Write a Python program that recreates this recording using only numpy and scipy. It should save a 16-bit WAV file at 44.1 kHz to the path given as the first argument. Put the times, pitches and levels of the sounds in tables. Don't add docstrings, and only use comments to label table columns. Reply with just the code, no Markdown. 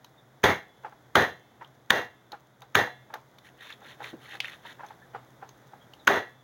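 import sys
import numpy as np
from scipy import signal
from scipy.fft import rfft, irfft, next_fast_len
from scipy.io import wavfile
from scipy.ndimage import uniform_filter1d

SR = 44100
rng = np.random.default_rng(int(sys.argv[2]) if len(sys.argv) > 2 else 0)


def store_pcm(level_fs):
    pcm = np.round(np.clip(level_fs, -1, 1) * 32767).astype(np.int16)
    wavfile.write(sys.argv[1], SR, np.atleast_2d(pcm).T)


N = 283563
T = np.arange(N) / SR

# frequency in Hz, relative level in dB per Hz.
SLAP_SPECTRUM = [(100, 4), (600, -1.5), (1800, 9), (3800, -6.5), (5000, -19.5), (6400, 1.5), (8000, -27.5),
                 (11000, -19), (13500, -16.5), (15500, -14)]
# frequency in Hz, relative dB per Hz.
BODY_SPECTRUM = [(180, -11.5), (270, -4.5), (400, 2.5), (520, -1), (650, 2), (1000, -1.5), (1300, -3),
                 (1600, -0.5), (1950, -8), (2300, -13), (3000, -17.5)]
SLAP_LEAD_S = 0.0035


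def flesh_slap(out, s, slap_db):
    size = SR // 20
    swell = noise(BODY_SPECTRUM, size) * np.linspace(0, 1, size) ** 2
    add(out, s - size / SR, from_db(-68.0) * swell)
    graze = burst(noise(SLAP_SPECTRUM, size), length=0.0092)
    add(out, s - 2 * SLAP_LEAD_S, from_db(slap_db - 11.5) * graze)
    slap = burst(noise(SLAP_SPECTRUM, size), length=0.0032)
    add(out, s - SLAP_LEAD_S, from_db(slap_db) * slap)


# frequency in Hz, relative level in dB per Hz.
CRACK_SPECTRUM = [(100, -8.5), (700, -22), (1300, 13), (2000, 5.5), (2500, -3), (3400, 6.5), (4800, -29),
                  (6400, -8.5), (8000, -25.5), (11000, -17.5), (13500, -23.5), (15500, -16)]


def bone_crack(out, s, crack_db, crack_hz, splinter_db):
    size = SR // 20
    tone = np.sin(2 * np.pi * crack_hz * T[:size])
    bark = tone + from_db(splinter_db) * noise(CRACK_SPECTRUM, size)
    add(out, s, from_db(crack_db) * burst(bark, length=0.0028))
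    second = burst(noise(CRACK_SPECTRUM, size), length=0.0015)
    add(out, s + 0.0028, from_db(crack_db + splinter_db + 2.5) * second)


# frequency in Hz, relative level in dB per Hz.
THUD_SPECTRUM = [(30, -53), (55, -28.5), (90, 0.5), (125, -4), (160, -3), (220, -4.5), (320, -16.5)]
# frequency in Hz, relative level in dB per Hz.
TREBLE_SPECTRUM = [(1600, 7.5), (2200, -0.5), (2700, -9.5), (3500, 4.5), (4100, -6.5), (4900, -12),
                   (5600, -12), (6400, -5.5), (7800, -28.5), (10000, -19.5), (12000, -18), (13500, -18.5),
                   (15300, -18)]
TREBLE_DB, TREBLE_FOLLOWS = -13.5, 0.48


def counter_shake(out, s, weight_db, thud_db, t60):
    t = T[:SR]
    size = len(t)
    thud = noise(THUD_SPECTRUM, size) * fade(t, rise=0.0014, t60=0.24)
    add(out, s, from_db(thud_db) * thud)
    body = noise(BODY_SPECTRUM, size) * fade(t, rise=0.005, t60=t60)
    add(out, s, from_db(weight_db) * body)
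    flutter_db = 1.1 * drift(140, size)
    treble_gain = from_db(TREBLE_DB + TREBLE_FOLLOWS * weight_db + flutter_db)
    treble = noise(TREBLE_SPECTRUM, size) * fade(t, rise=0.00072, t60=1.05 * t60)
    add(out, s, treble_gain * treble)


# frequency in Hz, level in dB re the chop's ring before a random change,
# 60 dB decay time in seconds before the cap below.
METAL_MODES = [(97,-12.5,0.19), (136,-11,0.2), (360,-12,0.13), (398,-5,0.25), (443.5,-15,0.16),
               (490,-3,0.27), (597,-5.5,0.23), (690,-15,0.28), (728,-6,0.34), (820,-8,0.27), (928,-1.5,0.2),
               (998,-15.5,0.18), (1154,-8,0.094), (1455,-1.5,0.18), (1710,-4,0.35), (1810,3,0.26),
               (1933,1.5,.28), (2070,-14,0.4), (2155,-12,0.43), (2770,-14.5,0.47), (3230,-17.5,0.37),
               (3480,-21.5,0.45), (4020,-17,0.56), (4080,-21,0.41), (6270,-23.5,0.23)]
LONGEST_RING_S = 0.31
CLANG_DB = 2


def metal_ring(out, s, ring_db, clang_hz):
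    t = T[:SR]
    clang = resonant_noise(clang_hz, 260, len(t)) * fade(t, rise=0.025, t60=0.27)
    add(out, s, from_db(ring_db + CLANG_DB) * clang)
    t = t[:SR // 2]
    for hz, db, t60 in METAL_MODES:
        gain = from_db(ring_db + db + rng.normal(0, 2.3))
        decay = fade(t, rise=0.012, t60=min(t60, LONGEST_RING_S))
        add(out, s, gain * wavering(hz, t) * decay)


# frequency in Hz, mean level in dB re the chop's ring.
PAN_MODES = [(2126, -41), (2659, -46), (3090, -44), (3413, -42), (3580, -46)]


def pans(t):
    ring = sum(from_db(db + rng.normal(0, 3)) * wavering(hz, t) for hz, db in PAN_MODES)
    return ring * fade(t, rise=0.01, t60=1.1)


# bone contact in seconds, crack in dB, crack pitch in Hz, splinters in dB re crack, flesh slap in dB,
# weight of the blow in dB, counter thud in dB, metal ring in dB, blade clang pitch in Hz,
# 60 dB decay time of the weight in seconds.
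CHOPS = [(0.4380, -16.5, 1710, -4.5, -30, -7.5, -19, -18.5, 2130, 0.24),
         (1.1542, -7, 1384, 0.5, -41.5, -6, -16, -16, 1816, 0.24),
         (1.9045, -2.5, 1613, 2, -32, -10.5, -25.5, -19, 1857, 0.24),
         (2.7520, -8, 1380, 1, -32, -13.5, -26.5, -18.5, 1824, 0.24),
         (6.0772, 2, 1490, -8.5, -17, -1.5, -22, -17.5, 1797, .22)]


def chops():
    out = np.zeros(N)
    for s, crack_db, crack_hz, splinter_db, slap_db, weight_db, thud_db, ring_db, clang_hz, t60 in CHOPS:
        flesh_slap(out, s, slap_db)
        bone_crack(out, s, crack_db, crack_hz, splinter_db)
        counter_shake(out, s, weight_db, thud_db, t60)
        metal_ring(out, s, ring_db, clang_hz)
        add(out, s, from_db(ring_db) * pans(T[:SR]))
    return out


# start in seconds, level in dB, mean pitch in Hz,
# lag of the second contact in seconds, level of the second contact in dB re the first.
KNOCKS = [(0.846, -25, 833, .015, -8), (1.611, -33.5, 912, 0.0078, 1), (2.328, -29.5, 808, 0.012, -2.5),
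          (2.624, -38, 825, .012, -14), (3.137, -27, 820, 0.016, -2.5), (3.817, -38.5, 830, 0.011, -9),
          (4.003, -30, 848, .015, 0.5), (4.332, -39, 763, 0.016, 2.5), (4.651, -34.5, 913, .012, -13),
          (4.794, -34, 893, .011, 2), (4.833, -30, 830, 0.0099, -3.5), (4.905, -34, 816, 0.011, -10),
          (5.146, -25.5, 798, 0.0097, -4.5), (5.425, -29.5, 792, 0.013, -16), (5.733, -37, 778, 0.015, -17)]
# start in seconds, level in dB.
TAPS = [(0.923, -37.5), (2.871, -26.5), (3.102, -38)]
# multiple of the knock's pitch, level in dB, 60 dB decay in cycles of the mode.
BOARD_MODES = [(.58, -11, 23), (1.001, 4, 30.4), (1.17, -43, 34)]
TAP_HZ = 867
CONTACT_DB, PORCH_DB = -15, -16


def knocks():
    out, t = np.zeros(N), T[:SR // 3]
    size = len(t)
    first = [(s, db, hz) for s, db, hz, lag, second_db in KNOCKS]
    second = [(s + lag, db + second_db, hz) for s, db, hz, lag, second_db in KNOCKS]
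    taps = [(s, db, TAP_HZ) for s, db in TAPS]
    for s, db, pitch in first + second + taps:
        hz = pitch * (1 + 0.041 * rng.standard_normal())
        board = np.zeros(size)
        for ratio, mode_db, cycles in BOARD_MODES:
            mode_hz = hz * ratio
            decay = fade(t, rise=0.004, t60=cycles / mode_hz)
            board += from_db(mode_db) * np.sin(2 * np.pi * mode_hz * t) * decay
        contact = rms_one(resonate(noise(BODY_SPECTRUM, size), 1.56 * hz, 750))
        contact = burst(contact, length=0.008)
        porch = resonant_noise(0.93 * hz, 0.96 * hz, size) * fade(t, rise=0.0037, t60=0.18)
        press = burst(noise(BODY_SPECTRUM, size), length=0.03)
        add(out, s - 0.012, from_db(db - 25.5) * press)
        knock = board + from_db(CONTACT_DB) * contact + from_db(PORCH_DB) * porch
        add(out, s, from_db(db) * knock)
    return out


THUMP_S, THUMP_DB, THUMP_HZ, THUMP_WIDTH_HZ, THUMP_T60_S = 4.13, -36, 265, 300, 0.13


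def thump():
    out, t = np.zeros(N), T[:SR // 3]
    dull = resonant_noise(THUMP_HZ, THUMP_WIDTH_HZ, len(t))
    add(out, THUMP_S, from_db(THUMP_DB) * dull * fade(t, rise=0.0012, t60=THUMP_T60_S))
    return out


STROKE_ATTACK_DB_PER_S, STROKE_RELEASE_DB_PER_S = 487, 386


def stroke_db(start, length, level_db, rise_db):
    push = level_db + rise_db * (np.clip((T - start) / length, 0, 1) - 0.5)
    attack = STROKE_ATTACK_DB_PER_S * np.maximum(start - T, 0)
    release = STROKE_RELEASE_DB_PER_S * np.maximum(T - start - length, 0)
    return push - attack - release


# start in seconds, length in seconds, mid-stroke level in dB,
# rise from start to end in dB.
STROKES = [(3.459, 0.022, -54.5, -3.5), (3.616, .105, -48, 1.5), (3.841, 0.065, -50, 10.5),
           (4.038, 0.043, -42, 1), (4.221, 0.13, -48.5, 9.5), (4.437, 0.098, -46, 1),
           (4.664, 0.057, -49, -5), (4.833, 0.1, -65.5, 0)]
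# frequency in Hz, relative level in dB per Hz.
RASP_SPECTRUM = [(300,-7), (450,-12), (800,-13), (1250,-5.5), (1850,4.5), (2300,-4), (2800,-3), (3600,1.5),
                 (4300,-6), (5000,-23.5), (6500,-5)]
# frequency in Hz, relative level in dB per Hz.
FIZZ_SPECTRUM = [(2650, -26), (4500, -14), (5300, -4), (6490, 0), (8110, -18), (10000, -3), (13600, -12),
                 (15000, -2), (16000, -13)]
FIZZ_DB, FIZZ_FOLLOWS = -32, 0.69


def sawing():
    effort_db = np.max([stroke_db(*stroke) for stroke in STROKES], axis=0)
    blade = np.zeros(N)
    for hz in np.geomspace(450, 5000, 16):
        tears = resonate(grains(per_s=450, spread_db=2.8), hz, hz / 11)
        blade += tears / np.sqrt(hz) * from_db(3.5 * drift(28, N))
    rasp = from_db(effort_db) * coloured(blade, RASP_SPECTRUM)
    wet = coloured(grains(per_s=1800, spread_db=3.8), FIZZ_SPECTRUM)
    fizz = from_db(FIZZ_DB + FIZZ_FOLLOWS * effort_db) * wet
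    stick_slip = from_db(1.9 * drift(110, N))
    return (rasp + fizz) * stick_slip


# start in seconds, level in dB, pitch in Hz.
SNAPS = [(1.645, -37.5, 3200), (3.702, -27, 1760), (3.7238, -28.5, 3400), (4.041, -22, 1900),
         (4.402, -11.5, 2670), (4.4444, -20, 1860), (4.4546, -24, 2700), (4.4807, -25, 1920)]
# start in seconds, level in dB, pitch in Hz.
SMACKS = [(0.0443, -34, 3900), (2.3185, -28.5, 4020), (2.6188, -33.5, 3780), (3.1394, -23.5, 1580),
          (3.3845, -37, 3560), (4.727, -46, 6850), (4.8627, -41, 6300), (4.8852, -39.5, 3560),
          (5.4903, -36, 6400), (5.935, -34, 2960)]
# frequency in Hz, relative level in dB per Hz.
SPRAY_SPECTRUM = [(900, 9), (1600, -6.5), (3900, 0), (5000, -8.5), (6400, -4.5), (8200, -28), (11000, -13),
                  (15500, -14)]
SNAP_SPRAY_DB, SMACK_SPRAY_DB = -15.5, 1.5
SNAP_WIDTH_HZ, SNAP_WIDTH_DOUBLES_DB = 2440, 14
SNAP_BURST_DB, SNAP_TAIL_DB = -14, -26


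def snaps(events, spray_db):
    out, t = np.zeros(N), T[:SR // 4]
    for s, db, hz in events:
        width_hz = SNAP_WIDTH_HZ * 2 ** (db / SNAP_WIDTH_DOUBLES_DB)
        core = resonant_noise(hz, width_hz, len(t))
        tone = rms_one(core + from_db(spray_db) * noise(SPRAY_SPECTRUM, len(t)))
        snap = from_db(SNAP_BURST_DB) * burst(tone, length=0.0045)
        tail = from_db(SNAP_TAIL_DB) * tone * fade(t, rise=0.0021, t60=0.17)
        add(out, s, from_db(db) * (snap + tail))
    return out


# start in seconds, level in dB, mean pitch in Hz.
SQUEAKS = [(0.176, -63.5, 3550), (5.016, -56.5, 1680), (5.809, -64.5, 3270), (5.992, -62, 3700)]
SQUEAK_S, SQUEAK_WAVER = 0.031, 0.042


def squeaks():
    out, size = np.zeros(N), SR // 6
    for s, db, hz in SQUEAKS:
        pitch = hz * (1 + SQUEAK_WAVER * drift(400, size))
        whistle = np.sin(2 * np.pi * np.cumsum(pitch) / SR)
        add(out, s, from_db(db) * burst(whistle, SQUEAK_S))
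    return out


# time in seconds, base level in dB.
BACKGROUND_LEVEL = [(0.0, -62.5), (1.16, -61.5), (2.61, -63.5), (2.81, -61.5), (3.42, -61.5), (3.96, -59),
                    (5.84, -59.5), (6.12, -58), (6.43, -63)]
# frequency in Hz, relative level in dB per Hz.
AIR_SPECTRUM = [(25,-40.5), (50,-15.5), (80,-14), (105,-14), (125,2.5), (150,-10.5), (320,-10.5),
                (420,-12.5), (800,-12.5), (1100,-17), (1500,-17.5), (2000,-20), (2600,-35.5)]
# frequency in Hz, relative level in dB per Hz.
HISS_SPECTRUM = [(2300,-7.5), (2700,-9), (3500,4.5), (4400,-7.5), (5200,-6.5), (6500,-4.5), (8500,-15.5),
                 (11500,-8.5), (13500,-15.5), (15000,-10.5), (16000,-1.5)]
AIR_DB, HISS_DB = 2.5, -8
HUM_HZ, HUM_DB = 126.8, -68.5


def background():
    s, base_db = np.transpose(BACKGROUND_LEVEL)
    low_air = from_db(AIR_DB) * noise(AIR_SPECTRUM, N)
    hiss = from_db(HISS_DB) * noise(HISS_SPECTRUM, N)
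    air = from_db(np.interp(T, s, base_db)) * (low_air + hiss)
    hum = resonant_noise(HUM_HZ, 18, N)
    ticks = grains(per_s=12, spread_db=2.5)
    tick_sound = burst(noise(HISS_SPECTRUM, SR // 20), length=0.0027)
    sticky = rms_one(signal.fftconvolve(ticks, tick_sound)[:N])
    return air + from_db(HUM_DB) * hum + from_db(-80) * sticky


def from_db(db):
    return 10 ** (np.asarray(db) / 20)


def rms_one(x):
    return x / np.sqrt(np.mean(x ** 2) + 1e-20)


def add(out, s, sound):
    start = max(round(s * SR), 0)
    out[start:start + len(sound)] += sound[:N - start]


def coloured(x, spectrum):
    hz, db = np.transpose(spectrum)
    size = next_fast_len(len(x))
    f = np.maximum(np.arange(size // 2 + 1) * SR / size, 1)
    octaves_outside = np.maximum(np.log2(hz[0] / f), 0) + np.maximum(np.log2(f / hz[-1]), 0)
    gain = from_db(np.interp(np.log(f), np.log(hz), db) - 24 * octaves_outside)
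    return rms_one(irfft(rfft(x, size) * gain, size)[:len(x)])


def noise(spectrum, size):
    return coloured(rng.standard_normal(size), spectrum)


def resonate(x, hz, width_hz):
    r = np.exp(-np.pi * width_hz / SR)
    feedback = [1, -2 * r * np.cos(2 * np.pi * hz / SR), r * r]
    return signal.lfilter(np.array([1, 0, -1]) * (1 - r * r) / 2, feedback, x)


def resonant_noise(hz, width_hz, size):
    once = resonate(rng.standard_normal(size), hz, width_hz)
    return rms_one(resonate(once, hz, width_hz))


def fade(t, rise, t60):
    return (1 - np.exp(-t / rise)) * from_db(-60 * t / t60)


def burst(carrier, length):
    t = T[:len(carrier)]
    shaped = carrier * (1 - np.exp(-8 * t / length)) * np.exp(-(t / length) ** 2)
    return shaped / np.sqrt(np.sum(shaped ** 2) / (length * SR))


def drift(rate, size):
    knots = rng.standard_normal(size // 20)
    return np.interp(T[:size] * rate, np.arange(len(knots)), knots)


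def wavering(hz, t):
    phase = 2 * np.pi * (hz * t + rng.random()) + 0.5 * drift(30, len(t))
    return np.sin(phase) * from_db(3.5 * drift(30, len(t)))


def grains(per_s, spread_db):
    size_db = spread_db * np.minimum(rng.exponential(1, N), 4)
    sizes = from_db(size_db) * rng.choice([-1, 1], N)
    return sizes * (rng.random(N) < per_s / SR)


def scene():
    cutting = sawing() + snaps(SNAPS, SNAP_SPRAY_DB) + snaps(SMACKS, SMACK_SPRAY_DB)
    return (chops() + knocks() + thump() + cutting + squeaks() + background())[None]


def gain_control(x, threshold_db, release_db_per_s, attack_s):
    power = np.maximum(uniform_filter1d(x[0] ** 2, size=128), 1e-12)
    over_db = np.maximum(10 * np.log10(power) - threshold_db, 0)
    held_db = np.maximum.accumulate(over_db + release_db_per_s * T) - release_db_per_s * T
    r = np.exp(-1 / (attack_s * SR))
    return x * from_db(-signal.lfilter([1 - r], [1, -r], held_db))


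CUTOFF_HZ = 16000


def record(dry):
    ducked = gain_control(dry, threshold_db=-14.5, release_db_per_s=181, attack_s=0.0026)
    lean = signal.sosfilt(signal.butter(4, 56, "high", fs=SR, output="sos"), ducked)
    ceiling = 0.8
    rounded = ceiling * np.tanh(lean / ceiling)
    return signal.sosfilt(signal.ellip(10, 0.1, 80, CUTOFF_HZ, fs=SR, output="sos"), rounded)


dry = scene()
out = record(dry)
store_pcm(out)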